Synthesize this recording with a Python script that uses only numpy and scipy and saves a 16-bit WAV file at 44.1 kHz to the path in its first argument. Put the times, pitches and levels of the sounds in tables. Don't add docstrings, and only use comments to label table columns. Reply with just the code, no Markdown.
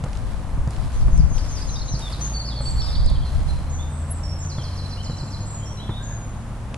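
import sys
import numpy as np
from scipy import signal
from scipy.fft import rfft, irfft
from scipy.io import wavfile
from scipy.ndimage import uniform_filter1d

SR = 44100
rng = np.random.default_rng(int(sys.argv[2]) if len(sys.argv) > 2 else 0)


def unload_wav(signal):
    wavfile.write(
        sys.argv[1],
        SR,
        np.round(np.clip(np.atleast_2d(signal).T, -1, 1) * 32767).astype(np.int16),
    )


N = 298557
T = np.arange(N) / SR


def from_db(db):
    return 10 ** (np.asarray(db) / 20)


def rms_one(x):
    return x / np.sqrt(np.mean(x ** 2) + 1e-20)


def in_time(rows, t=T):
    s, *columns = np.transpose(rows)
    return [np.interp(t, s, c) for c in columns]


def at_hz(points, hz):
    f, value = np.transpose(points)
    return np.interp(np.log(hz + 1e-3), np.log(f), value)


def band(x, low_hz, high_hz, order=2):
    sos = signal.butter(order, [low_hz, min(high_hz, .45 * SR)], "band", fs=SR, output="sos")
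    return signal.sosfilt(sos, x + 1e-18)


def panned(pan_db):
    sides = np.vstack([from_db(pan_db / 2), from_db(-pan_db / 2)])
    return sides / np.sqrt(np.cosh(pan_db * np.log(10) / 20))


def drift(corner_hz):
    step = 40
    pole = np.exp(-2 * np.pi * corner_hz * step / SR)
    white = rng.standard_normal(N // step + 2002)
    slow = signal.lfilter([1], [1, -2 * pole, pole * pole], white)[2000:]
    return np.interp(np.arange(N) / step, np.arange(len(slow)), rms_one(slow))


def coloured(white, spectrum, likeness, low_hz, high_hz):
    hz = np.arange(N // 2 + 1) * SR / N
    rumble_cut = hz ** 2 / (hz ** 2 + 15 ** 2)
    mid, side = rfft(white) * from_db(at_hz(spectrum, hz)) * rumble_cut
    alike = np.clip(at_hz(likeness, hz), -1, 1)
    mid, side = np.sqrt(1 + alike) * mid, np.sqrt(1 - alike) * side
    pair = irfft(np.array([mid + side, mid - side]), N)
    reference = irfft(mid * (hz > low_hz) * (hz < high_hz), N)
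    return pair / np.std(reference)


def add(out, s, sound):
    i = max(int(s * SR), 0)
    out[..., i:i + sound.shape[-1]] += sound[..., :max(N - i, 0)]


def tone(hz, delay_ms=0):
    turns = np.cumsum(hz) / SR
    late_turns = turns - hz * delay_ms / 1000
    return np.sqrt(2) * np.sin(2 * np.pi * np.array([turns, late_turns]))


# (time [s], thud drive [dB], clop drive before trim [dB], knock pitch [Hz])
LANDINGS = [(.038, -16.5, -29, 497), (0.06, -23.5, -28.5, 553), (.576, -17.5, -41, 266),
            (.674, -14, -29, 300), (.778, -21.5, -31.5, 753), (1.081, -18.5, -26.5, 324),
            (1.315, -17, -36, 397), (1.442, -46, -33, 560), (1.938, -14, -34, 520),
            (1.995, -41, -33.5, 906), (2.605, -25.5, -28, 546), (3.112, -23.5, -35.5, 302),
            (3.259, -24, -37, 404), (3.92, -26, -37, 516), (4.452, -28, -39, 670), (4.583, -14.5, -28, 326),
            (5.096, -17.5, -29, 497), (5.23, -18, -32.5, 337), (5.408, -22.5, -46, 298),
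            (5.8926, -17, -23.5, 310)]


def hooves(thud_hz=118, thud_s=.0058, press_s=.0011, clop_hz=560, clop_s=.012, clop_gain_db=2,
           grit_s=.0051, crunch_db=-9, crunch_s=.017):
    out, t = np.zeros(N), np.arange(SR // 5) / SR
    for s, thud_db, clop_db, knock_hz in LANDINGS:
        firmness = np.exp(.06 * rng.standard_normal())
        swing = 2 * np.sin(2 * np.pi * thud_hz * firmness * t)
        thud = swing * np.exp(-t / thud_s) * (1 - np.exp(-t / press_s))
        knock = np.sin(2 * np.pi * knock_hz * t) * np.exp(-t / clop_s)
        grit = rms_one(band(rng.standard_normal(len(t)), clop_hz / 2, clop_hz * 2, order=3))
        grit = grit * np.exp(-t / grit_s)
        crunch = rms_one(band(rng.standard_normal(len(t)), 310, 1580, order=3)) * np.exp(-t / crunch_s)
        clop = (knock + grit + from_db(crunch_db) * crunch) / 2
        add(out, s, from_db(thud_db) * thud + from_db(clop_db + clop_gain_db) * clop)
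    return out


# (time [s], drive of the sand thrown up [dB])
STRIDE_SPRAYS = [(.02, -62), (.674, -57.5), (1.315, -55.5), (1.95, -54), (2.605, -56.5), (3.22, -56.5),
                 (3.92, -68), (4.583, -60), (5.23, -67)]
# (time into the stride [s], level relative to the stride [dB])
STRIDE_BEATS = [(.01, -1), (.1, -2), (.225, 0)]
# (frequency [Hz], relative density [dB per Hz])
SAND_COLOUR = [(1200, 13), (2200, 5.5), (4500, 8.5), (6500, 2), (8000, 2.3), (10000, 2), (11500, -3.5),
               (13000, -34)]
# (frequency [Hz], left-right likeness [-1 to 1])
STEREO_LIKENESS = [(30, 0.97), (120, 0.97), (600, 0.93), (1500, 0.66), (3000, 0.21), (6000, 0.35),
                   (9000, 0.18), (12000, 0.37)]


def sand(grain_db=-5.5, grains_per_s=5000, rise_s=.03, fall_s=.16):
    power, t = np.zeros(N), np.arange(SR) / SR
    spray = (1 - np.exp(-(t / rise_s) ** 2)) * np.exp(-t / fall_s)
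    for s, db in STRIDE_SPRAYS:
        for late_s, beat_db in STRIDE_BEATS:
            add(power, s + late_s, (from_db(db + beat_db) * spray) ** 2)
    size_db = grain_db * np.minimum(rng.exponential(1, (2, N)), 5)
    sizes = from_db(size_db) * rng.standard_normal((2, N))
    grains = sizes * (rng.random((2, N)) < grains_per_s / SR)
    return np.sqrt(power) * coloured(grains, SAND_COLOUR, STEREO_LIKENESS, 8800, 10500)


# (time [s], peak before the last filter [dB], nominal band centre [Hz])
CONTACTS = [(.039, -27, 3020), (.043, -32, 7000), (.131, -29, 3300), (0.153, -32, 3500),
            (.172, -29.5, 4300), (.675, -34, 6000), (0.707, -28, 7200), (.764, -31, 3000),
            (1.176, -28, 8000), (1.381, -27, 3700), (1.994, -27, 7500), (2.71, -28, 8000),
            (3.061, -25, 8500), (3.1, -30, 8000), (4.449, -32, 3800), (4.584, -39, 2200),
            (6.7433, -21, 1000)]


def ticks(decay_s=.0022, top_hz=10000):
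    out, t = np.zeros((2, N)), np.arange(SR // 40) / SR
    for s, db, hz in CONTACTS:
        noise = rng.standard_normal(len(t)) + .5 * rng.standard_normal((2, len(t)))
        burst = band(noise * np.exp(-t / decay_s), hz * .6, hz * 1.38, order=1)
        add(out, s, from_db(db) * burst / np.abs(burst).max())
    return band(out, 340, top_hz, order=6)


# (time into the syllable [s], pitch [Hz], relative level [dB])
SLUR_SHAPE = [(0, 6780, -6), (.03, 6420, -1), (.07, 5900, 0), (.09, 5100, -1), (.113, 4300, 2)]
WARBLE_SHAPE = [(0, 3880, -6), (.021, 4600, 0), (.034, 3050, -1)]
TRILL_SHAPE = [(0, 4910, -31), (.008, 5630, -10), (.016, 6200, -16), (.023, 5150, -4), (.034, 4450, -7),
               (.048, 4093, -3), (.06, 4100, -14)]


def birds(level_db=-1.5, flutter_db=1.8):
    slurs = phrase(SLUR_SHAPE, start_s=.921, every_s=.186, count=6, level_db=-37.3, swell_db=14,
                   pan_db=8, delay_ms=.07, echo_db=4)
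    warble = phrase(WARBLE_SHAPE, start_s=2.79, every_s=.137, count=3, level_db=-36, swell_db=0,
                    pan_db=-5, delay_ms=.025, echo_db=4.5)
    trill = phrase(TRILL_SHAPE, start_s=4.477, every_s=.137, count=7, level_db=-35.3, swell_db=-1.5,
                   pan_db=-6, delay_ms=.053, echo_db=4.8)
    direct, scattered = slurs + warble + trill + single_notes()
    return from_db(level_db) * (direct * from_db(flutter_db * drift(90)) + trees(scattered))


def phrase(syllable, start_s, every_s, count, level_db, swell_db, pan_db, delay_ms, echo_db):
    out = np.zeros((2, 2, N))
    hz, shape_db = in_time(syllable, np.arange(int(syllable[-1][0] * SR)) / SR)
    for k in range(count):
        db = level_db - swell_db * (1 - k / (count - 1)) ** 2
        add(out, start_s + k * every_s, whistle(hz, db + shape_db, pan_db, delay_ms, echo_db))
    return out


# (bird, time [s], length [s], first pitch [Hz], last pitch [Hz], level before trims [dB])
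WHISTLED_NOTES = [ ("left", 1.388, .092, 5230, 5330, -50), ("ahead", 1.614, .019, 4620, 5030, -38),
                  ("ahead", 1.688, .014, 4280, 3950, -37), ("ahead", 1.757, .016, 3600, 3800, -34.5),
                  ("ahead", 1.793, .009, 3930, 4200, -40), ("ahead", 1.815, .016, 4400, 4080, -35),
                  ("ahead", 1.882, .012, 4180, 3950, -35.5), ("ahead", 1.952, .012, 3980, 4400, -36),
                  ("ahead", 2.018, .073, 3760, 3400, -38), ("ahead", 2.122, .026, 5240, 3750, -35.5),
                  ("left", 2.207, .074, 6020, 6740, -32), ("middle", 2.334, .058, 4580, 4460, -35),
                  ("left", 2.392, .035, 4730, 4150, -36), ("middle", 2.435, .061, 4560, 4330, -38),
                  ("left", 2.453, .056, 5300, 4730, -39.5), ("middle", 2.486, .051, 4750, 3240, -41),
                  ("middle", 2.555, .06, 4580, 4200, -39), ("far", 2.607, .035, 8500, 7380, -40),
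                  ("far", 2.636, .1, 7680, 7320, -40), ("middle", 2.652, .059, 4490, 4470, -32.5),
                  ("middle", 2.774, .054, 4440, 4490, -35), ("left", 2.806, .07, 5520, 4350, -35.5),
                  ("middle", 2.874, .026, 3950, 3500, -39), ("middle", 2.903, .019, 5200, 4800, -40),
                  ("middle", 2.95, .04, 4300, 4850, -38), ("right", 3.042, .039, 5190, 4800, -43),
                  ("middle", 3.149, .02, 3470, 3050, -45), ("middle", 3.222, .017, 3580, 3200, -47),
                  ("middle", 3.249, .04, 4280, 4080, -45), ("middle", 3.485, .031, 4150, 4090, -43),
                  ("far", 3.696, .035, 6220, 7460, -44), ("far", 3.726, .031, 7200, 6050, -42),
                  ("right", 3.788, .052, 3370, 3670, -45), ("far", 3.89, .14, 8200, 7400, -47.5),
                  ("far", 4.075, .12, 8350, 6950, -47), ("right", 4.232, .04, 5700, 5300, -40),
                  ("right", 4.275, .07, 5380, 5500, -43), ("far", 4.388, .034, 7900, 6600, -40.5),
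                  ("far", 4.418, .06, 6370, 6250, -43), ("middle", 4.572, .058, 3600, 3060, -47),
                  ("right", 4.836, .036, 4050, 4150, -42), ("left", 4.97, .05, 2820, 3130, -44),
                  ("far", 5.028, .034, 7250, 6950, -43), ("middle", 5.106, .023, 4180, 3970, -42),
                  ("far", 5.159, .14, 7450, 7000, -49.5), ("far", 5.403, .032, 7000, 6500, -47),
                  ("far", 5.455, .04, 7300, 8000, -42.5), ("far", 5.498, .083, 7480, 6640, -40.5),
                  ("far", 5.595, .06, 3100, 3260, -52), ("right", 5.651, .09, 5550, 5760, -46),
                  ("far", 5.77, .042, 4060, 3920, -44), ("far", 5.784, .061, 2850, 3550, -47.5),
                  ("far", 5.901, .037, 3800, 3400, -46), ("far", 5.936, .05, 3670, 3730, -45),
                  ("left", 6.024, .04, 7400, 6350, -41), ("left", 6.065, .12, 6450, 6740, -43),
                  ("ahead", 5.991, .15, 1540, 1690, -50)]
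BIRD_PERCHES = {"ahead": (-1, -.02, -1.5, .004), "left": (6, .08, 2, .006), "middle": (-2, .032, 1.5, .003),
                "right": (-8, .056, 1, .008), "far": (-1, .08, 4, .009)}


def single_notes(level_db=.2, near_db=-35, wet_per_db=.15, slur_wet_db=4, droop_from_s=.06, settling=1.3):
    out = np.zeros((2, 2, N))
    for bird, s, length, first_hz, last_hz, db in WHISTLED_NOTES:
        pan_db, delay_ms, echo_db, waver = BIRD_PERCHES[bird]
        bend = settling if length > droop_from_s and last_hz < first_hz else -settling
        glide = np.expm1(bend * np.linspace(0, 1, int(length * SR)))
        hz = first_hz + (last_hz - first_hz) * glide / glide[-1]
        faint_db = wet_per_db * (near_db - db)
        wide_db = slur_wet_db * abs(np.log2(first_hz / last_hz))
        echo_db = echo_db + faint_db + wide_db
        add(out, s, whistle(hz, db + level_db, pan_db, delay_ms, echo_db, waver))
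    return out


def whistle(hz, db, pan_db, delay_ms, echo_db, waver=.005, edge=.17):
    wobble = rms_one(uniform_filter1d(rng.standard_normal(len(hz)), size=SR // 400))
    unsteady_hz = hz * (1 + waver * wobble)
    note = from_db(db) * signal.windows.tukey(len(hz), edge) * tone(unsteady_hz, delay_ms)
    return np.array([note * panned(pan_db), note * from_db(echo_db)])


def trees(x, echo_db=-4, t60=.81, first_s=.0046, apart=.49, edge_s=.073, edge_spread_s=.0027, edge_db=4):
    t = np.arange(SR) / SR
    scatter = rng.standard_normal(SR) + apart * rng.standard_normal((2, SR))
    dying = from_db(-60 * t / t60) * (1 - np.exp(-(t / first_s) ** 2))
    wood_edge = 1 + from_db(edge_db) * np.exp(-((t - edge_s) / edge_spread_s) ** 2)
    tail = scatter * dying * wood_edge
    tail /= np.sqrt(np.sum(tail ** 2) / 2)
    return from_db(echo_db) * signal.fftconvolve(x, tail, axes=1)[:, :N]


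def squeak(s=4.116, rise_s=.0055, fall_s=.0085, level_db=-31, low_hz=10900, bend_hz=50):
    width_s = np.where(T < s, rise_s, fall_s)
    away = np.minimum(((T - s) / width_s) ** 2, 10)
    swell = np.exp(-away / 2) * (away < 10)
    return from_db(level_db) * swell * panned(pan_db=3.0) * tone(low_hz + bend_hz * away)


# (time of the peak [s], half-width [s], level before trim [dB], left-right [dB])
GUST_PEAKS = [(.3, .16, -29.5, 14), (.59, .06, -25, 1.5), (.84, .05, -23.5, 9), (1.06, .08, -18, 1),
              (1.2, .045, -13.5, 6), (1.33, .1, -22.5, 11), (1.7, .25, -31, 6), (2.8, .09, -24.5, -3),
              (3.06, .09, -19, -4), (3.21, .04, -24, 6), (3.37, .04, -22.5, 14), (3.49, .1, -25, -14),
              (3.72, .12, -35, 3)]
# (frequency [Hz], relative density [dB per Hz])
BUFFET_COLOUR = [(20, 10), (35, 5.5), (70, 1.5), (110, -8.5), (180, -27), (300, -41), (600, -73.5),
                 (1500, -90)]


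def wind(level_db=-1.3, breeze_db=-47, lump_db=1.0, flap_db=-5.2, strong_db=-16, flap_growth=1.7):
    gusts = sum((from_db(db) * panned(pan_db)) ** 2 * np.exp(-((T - s) / width_s) ** 2)
                for s, width_s, db, pan_db in GUST_PEAKS)
    pressure = np.sqrt(from_db(breeze_db) ** 2 + gusts)
    port_likeness = [(20, .1), (300, .2)]  # (frequency [Hz], left-right likeness)
    swirl = coloured(rng.standard_normal((2, N)), BUFFET_COLOUR, port_likeness, 18, 48)
    strength = np.sqrt(uniform_filter1d(rms_one(swirl) ** 2, size=SR // 12))
    buffeting = pressure * from_db(level_db + lump_db * drift(36)) * swirl / strength
    flaps = rms_one(band(rng.standard_normal((2, N)), 66, 153, order=3))
    flap_level = from_db(strong_db + flap_db) * (pressure / from_db(strong_db)) ** flap_growth
    return buffeting + flap_level * flaps


# (time [s], fundamental level [dB], octave level [dB]), before fading and pan
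RISING_ENGINE = [(0, -45, -33.5), (2, -29, -41), (2.7, -27.5, -35), (3.6, -27.5, -60), (5.2, -32.5, -46),
                 (6.77, -37, -49)]
# (time [s], pitch before waver [Hz], level before fading and pan [dB])
STEADY_ENGINE = [(0, 130, -45), (3.4, 139.5, -36.5), (5.6, 142, -40), (6.77, 141, -52)]


def engines(start_hz=22.0, rise_hz_per_s=14.35, fading_db=.35, waver=.0033):
    rising_hz = start_hz + rise_hz_per_s * T
    first_db, second_db = in_time(RISING_ENGINE)
    drone_hz, drone_db = in_time(STEADY_ENGINE)
    out = np.zeros((2, N))
    for hz, db in [(rising_hz, first_db), (2 * rising_hz, second_db), (drone_hz, drone_db)]:
        level = from_db(db + fading_db * drift(15))
        out += level * tone(hz * (1 + waver * drift(5.5)))
    return panned(pan_db=.9) * out


# (frequency [Hz], relative density [dB per Hz])
AIR_COLOUR = [(22, 21), (50, 25), (100, 17), (200, 11), (300, 4.5), (400, -3.5), (530, 1.5), (1050, -0.5),
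              (1600, -8), (2500, -14), (5000, -20.7), (8000, -20.5), (10200, -21.7), (11500, -28),
              (12500, -50)]


def air(level_db=-43.7, fade_db_per_s=.15):
    wash = coloured(rng.standard_normal((2, N)), AIR_COLOUR, STEREO_LIKENESS, 500, 1500)
    return from_db(level_db - fade_db_per_s * T) * wash


def scene():
    return hooves() + sand() + ticks() + birds() + squeak() + wind() + engines() + air()


def limiter(x, threshold_db=-1, release_db_per_s=50):
    peak_db = 20 * np.log10(np.abs(x).max(axis=0) + 1e-9)
    over_db = np.maximum(peak_db - threshold_db, 0)
    held_db = np.maximum.accumulate(over_db + release_db_per_s * T) - release_db_per_s * T
    smooth = SR // 250
    return x * from_db(-signal.lfilter(np.ones(smooth) / smooth, [1], held_db))


def record(dry, cutoff_hz=12300):
    clipped = np.clip(limiter(dry), -1, 1)
    return signal.sosfilt(signal.ellip(10, .1, 90, cutoff_hz, fs=SR, output="sos"), clipped)


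dry = scene()
out = record(dry)
unload_wav(out)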